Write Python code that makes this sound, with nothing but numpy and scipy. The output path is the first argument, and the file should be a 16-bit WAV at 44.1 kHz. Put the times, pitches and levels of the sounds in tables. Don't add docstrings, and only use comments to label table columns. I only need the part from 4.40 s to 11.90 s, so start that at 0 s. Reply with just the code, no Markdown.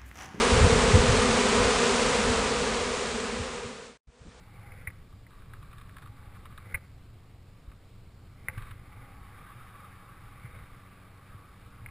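import sys
import numpy as np
from scipy import signal
from scipy.fft import rfft, irfft, next_fast_len
from scipy.io import wavfile
from scipy.ndimage import uniform_filter1d, map_coordinates

SR = 44100
rng = np.random.default_rng(int(sys.argv[2]) if len(sys.argv) > 2 else 0)


def put_to_file(sound):
    columns = np.atleast_2d(sound).T
    safe = np.clip(columns, -1, 1)
    whole_steps = np.round(safe * 32767)
    wavfile.write(sys.argv[1], SR, whole_steps.astype(np.int16))


N = 330750

# time in seconds, relative level in dB.
BUFFET_LEVELS = [(0.0, -55.5), (0.46, -49.5), (0.88, -55.5), (1.13, -50.5), (2.23, -50), (2.42, -53),
                 (3.74, -54.5), (4.07, -49.5), (5.37, -55), (6.12, -51.5), (6.56, -57), (7.5, -52.5)]
# frequency in Hz, relative level in dB.
RUMBLE_SPECTRUM = [(5, -1), (22, 1.5), (45, -0.5), (70, 0), (92, 1), (115, 3.5), (150, -7.5), (200, -11.5),
                   (260, -19), (400, -24), (800, -40.5), (2000, -78)]
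# frequency in Hz, relative level in dB.
AIR_SPECTRUM = [(100, 1), (300, 2.5), (480, -2), (650, -2), (1000, -5), (1300, -7.5), (1800, -9),
                (2300, -8), (3000, -11.5), (3600, -11.5), (4500, -12), (5900, -18)]
# time in seconds, relative level in dB.
RUSH_LEVELS = [(0, -64.5), (.5, -64.5), (.8, -72.5), (1.3, -69), (2.25, -67.5), (2.5, -71), (3.7, -74),
               (4.15, -63.5), (4.68, -62), (4.96, -54.5), (6.2, -57.5), (7.5, -60)]
# frequency in Hz, width in Hz, relative level in dB.
CAVITY_MODES = [(1134, 116, 4), (1306, 215, 0.5), (1612, 270, -4), (1970, 230, -8.5), (2330, 360, -10.5),
                (3780, 166, -16.5)]
# frequency in Hz, width in Hz, relative level in dB.
GAP_MODES = [(814, 55, 0)]
# peak time in seconds, level in dB, seconds to rise 20 dB,
# seconds to fall 20 dB.
WHISTLE_GUSTS = [(.33, -63, 1.0, 0.2), (1.85, -64.5, 0.6, 0.6), (4.6, -63, 0.5, 4), (7.47, -68.5, 0.3, 6)]
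# peak time in seconds, level in dB,
# seconds to rise 20 dB, seconds to fall 20 dB.
MOUNT_SLIDES = [(.41, -54.5, 0.58, 0.2), (1.85, -65, 0.3, 0.8), (2.321, -53, 0.17, 0.16),
                (4.11, -55.5, 0.17, 0.35), (4.55, -63.5, .5, 1.3), (6.04, -56, 0.2, 0.63)]
# frequency in Hz, width in Hz, relative level in dB.
CREAK_MODES = [(500, 59, 0), (820, 114, -8.5), (1455, 210, -3), (2035, 163, 1), (2270, 190, -1),
               (3800, 320, -32)]
# time in seconds, level in dB, pitch ratio,
# change to the low tones in dB, attack in seconds, lead-in tick in dB relative to the blow,
# seconds between bounces, loss per bounce in dB.
MOUNT_CLACKS = [(.320, -40, 1.11, -2, 0.00032, -14, .0078, 16),
                (0.4734, -25, 1.01, -6, 0.0009, -9, .0068, 9),
                (0.5024, -39.5, 0.95, -8, .0005, -12, 0.0047, 8),
                (.866, -46, 0.995, -4, 0.00045, -16, .0039, 16),
                (2.345, -20, 1.04, -1.5, 0.00049, -6, .0046, 3.5),
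                (4.0843, -18, 1, 2.5, 0.00025, -32, 0.013, 15),
                (7.461, -32, 1.04, -1, .00025, -21, 0.026, 10)]
# frequency in Hz, relative level in dB, seconds to fade 60 dB.
PLASTIC_MODES = [(515, -30, 0.069), (728, -32, 0.063), (856, -29, 0.069), (1147, -27, 0.11),
                 (1265, -43, 0.076), (1600, -14, 0.03), (1944, -9, 0.016), (2062, 0.5, 0.017),
                 (2264, -4, 0.018), (2554, -8.5, 0.013), (3870, 1.5, 0.016)]
# start in seconds, length in seconds, relative level in dB.
CLOTH_STROKES = [(0.918, 0.2, -64), (1.13, 0.523, -60), (1.76, 0.5, -62.5), (3.274, 0.037, -65.5),
                 (4.17, 0.12, -54)]
# time in seconds, relative level in dB.
CLOTH_SCUFFS = [(0.7257, -52.5), (0.9058, -53), (1.0201, -48.5), (1.1345, -40), (1.2276, -42.5),
                (1.329, -43), (1.3825, -45.5), (1.4122, -41.5), (1.492, -46), (1.5663, -41.5),
                (1.5838, -40.5), (1.62, -40.5), (1.6571, -43), (1.6734, -43), (2.0554, -39), (2.129, -53),
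                (2.1769, -35.5), (3.3155, -50.5), (4.1776, -36.5), (4.2213, -42), (4.3097, -40.5)]
# start in seconds, level in dB, frequency in Hz.
HELMET_THUMPS = [(0.475, -32.5, 80), (2.337, -34, 35.2), (2.345, -32, 92), (3.277, -35.5, 55.5),
                 (4.087, -36, 94), (4.174, -29.5, 105), (4.307, -38.5, 96), (6.045, -35.5, 117),
                 (6.946, -38, 105), (7.416, -39, 97)]
# time in seconds, firing rate in Hz, relative level in dB.
ENGINE_COURSE = [(0, 89.47, -59.5), (2, 91.3, -59.5), (4, 92.24, -59.5), (5.5, 92.5, -57),
                 (7.5, 94.1, -55.5)]
# multiple of the firing rate, relative level in dB.
ENGINE_HARMONICS = [(1, -5), (2, -9), (3, -14.5), (4, -20.5), (5, -19), (6, -24), (7, -27.5), (9, -33)]
# frequency in Hz, relative level in dB.
HISS_SPECTRUM = [(59, -64), (100, -47), (274, -3.5), (733, 4), (1210, -17.5), (2130, -0.5), (5040, 2),
                 (5960, -19), (7050, 2), (11700, -31), (15000, -27)]


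def wind():
    buffet_db, = curves(BUFFET_LEVELS)
    rush_db, = curves(RUSH_LEVELS)
    gust_db = .5 * wobble(9) + .5 * wobble(40)
    shaking = amp(buffet_db + 2.12 + gust_db + .4 * wobble(11))
    rumble = shaking * coloured(rng.standard_normal(N), RUMBLE_SPECTRUM)
    air = amp(-62.5 + .5 * gust_db) * coloured(turbulence(patchy_db=0.94), AIR_SPECTRUM)
    rush = amp(rush_db - 0.4 + gust_db) * unit(resonate(turbulence(patchy_db=1.6), CAVITY_MODES))
    gap_flow = sum(swell(*gust) for gust in WHISTLE_GUSTS)
    whistle = gap_flow * unit(resonate(rng.standard_normal(N), GAP_MODES))
    return rumble + air + rush + whistle


def turbulence(patchy_db):
    spectrum = signal.stft(rng.standard_normal(N), nperseg=512)[2]
    patches = uniform_filter1d(rng.standard_normal(spectrum.shape), size=5, axis=0)
    patches = uniform_filter1d(patches, size=12, axis=1)
    return unit(signal.istft(spectrum * amp(patchy_db * unit(patches)), nperseg=512)[1][:N])


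def mount_creaks():
    rush_db, = curves(RUSH_LEVELS)
    sliding = sum(swell(*slide) for slide in MOUNT_SLIDES)
    drag = amp(rush_db - 10)
    load = np.hypot(sliding, drag) * amp(2.1 * wobble(45))
    return load * unit(resonate(friction(per_second=3000, spread_db=0.5), CREAK_MODES))


def mount_clacks(low_tones_hz=1800, crack_fade_s=0.0055):
    out = np.zeros(N)
    t = np.arange(SR // 12) / SR
    case = signal.butter(7, 2350, fs=SR, output="sos")
    for start, db, pitch, low_db, attack_s in mount_touches():
        pitch += rng.normal(0, .022)
        ring = np.zeros(len(t))
        for hz, mode_db, fade_s in PLASTIC_MODES:
            level_db = mode_db + low_db * (hz < low_tones_hz) + rng.normal(0, 1.5)
            ring += amp(level_db - 60 * t / fade_s) * np.sin(2 * np.pi * hz * pitch * t)
        ring = signal.sosfilt(case, ring * (1 - np.exp(-t / attack_s)))
        crack = amp(-30 - 60 * t / crack_fade_s) * rng.standard_normal(len(t))
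        add(out, start, amp(db) * (ring / np.abs(ring).max() + crack))
    return out


def mount_touches(lead_s=0.001926):
    for start, db, pitch, low_db, attack_s, lead_db, gap_s, loss_db in MOUNT_CLACKS:
        yield start - lead_s, db + lead_db, pitch, low_db, attack_s
        for bounce in range(3):
            yield start + bounce * gap_s, db - bounce * loss_db, pitch, low_db, attack_s


def cloth_rustle(attack_s=0.00076, fade_s=.033):
    force = cloth_pressure() * amp(-1.5 + 2.5 * wobble(55))
    t = np.arange(SR // 10) / SR
    scuff = amp(-2.5 - 60 * t / fade_s) * (1 - np.exp(-t / attack_s))
    for start, db in CLOTH_SCUFFS:
        add(force, start - .001, amp(db) * scuff)
    slips = friction(per_second=7000, spread_db=3.0)
    return through_case(force * slips) / np.std(through_case(slips))


def cloth_pressure():
    strokes = [swell(start, db, rise_s=.1, fall_s=0.079, hold_s=length)
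               for start, length, db in CLOTH_STROKES]
    return np.max(strokes, axis=0)


def through_case(slips, bright_hz=2700, wall_hz=4400):
    bright = filtered(resonate(slips, CAVITY_MODES), lambda hz: 1 + 1j * hz / bright_hz)
    rasp = resonate(slips, [(3800, 320, -13.5)])
    wall = signal.butter(4, wall_hz, fs=SR, output="sos")
    return signal.sosfilt(wall, bright + rasp)


def helmet_thumps(sway_hz=45, rise_s=0.0062):
    sway = unit(filtered(rng.standard_normal(N), lambda hz: 1 / (1 + (hz / sway_hz) ** 4)))
    out = amp(6.5) * cloth_pressure() * sway
    t = np.arange(SR // 6) / SR
    bump = t / rise_s * np.exp(1 - t / rise_s)
    for start, db, hz in HELMET_THUMPS:
        add(out, start, -amp(db) * bump * np.sin(2 * np.pi * hz * t))
    return out


def far_aircraft():
    firing_hz, engine_db = curves(ENGINE_COURSE)
    phase = 2 * np.pi * np.cumsum(firing_hz * (1 + 0.003195 * wobble(7))) / SR
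    drone = np.zeros(N)
    for multiple, db in ENGINE_HARMONICS:
        strength = np.sqrt(2) * amp(db + 1.9 * wobble(4))
        drone += strength * np.sin(multiple * phase + rng.uniform(0, 2 * np.pi))
    return amp(engine_db) * drone


def friction(per_second, spread_db):
    hits = rng.random(N) < per_second / SR
    return unit(hits * rng.standard_normal(N) * amp(spread_db * rng.standard_normal(N)))


def swell(peak_s, db, rise_s, fall_s, hold_s=0):
    t = np.arange(N) / SR - peak_s
    return amp(db - 20 * np.maximum(-t, 0) / rise_s - 20 * np.maximum(t - hold_s, 0) / fall_s)


def amp(db):
    return 10 ** (np.asarray(db) / 20)


def unit(x):
    return x / np.sqrt(np.mean(x ** 2) + 1e-20)


def curves(rows):
    times, *columns = np.transpose(rows)
    return [np.interp(np.arange(N) / SR, times, column) for column in columns]


def wobble(rate):
    return map_coordinates(rng.standard_normal(int(N * rate / SR) + 4), [np.arange(N) * rate / SR])


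def filtered(x, response):
    size = next_fast_len(N + SR // 2)
    return irfft(rfft(x, size) * response(np.fft.rfftfreq(size, 1 / SR)), size)[:N]


def coloured(x, spectrum):
    points_hz, db = np.transpose(spectrum)
    return unit(filtered(x, lambda hz: amp(np.interp(np.log(hz + 1), np.log(points_hz), db))))


def resonate(x, modes):
    def response(hz):
        return sum((-1) ** k * amp(db) * 1j * hz * width / (centre ** 2 - hz ** 2 + 1j * hz * width)
                   for k, (centre, width, db) in enumerate(modes))
    return filtered(x, response)


def add(track, start_s, sound):
    part = track[round(start_s * SR):][:len(sound)]
    part += sound[:len(part)]


def scene():
    mono = wind() + cloth_rustle() + mount_creaks() + mount_clacks() + helmet_thumps() + far_aircraft()
    return np.array([mono, mono])


def record(dry):
    band_hz, sample_hz, top_hz = 5700, 12000, 15500
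    band = filtered(dry[0], lambda hz: 1 / np.sqrt(1 + (hz / band_hz) ** 50))
    slow = signal.resample(band, round(N * sample_hz / SR))
    held = signal.resample(np.repeat(slow, 4), N)
    hiss = amp(-80) * coloured(rng.standard_normal(N), HISS_SPECTRUM)
    return np.array([filtered(side, lambda hz: hz < top_hz) for side in (held + hiss, held - hiss)])


dry = scene()
out = record(dry)
put_to_file(out)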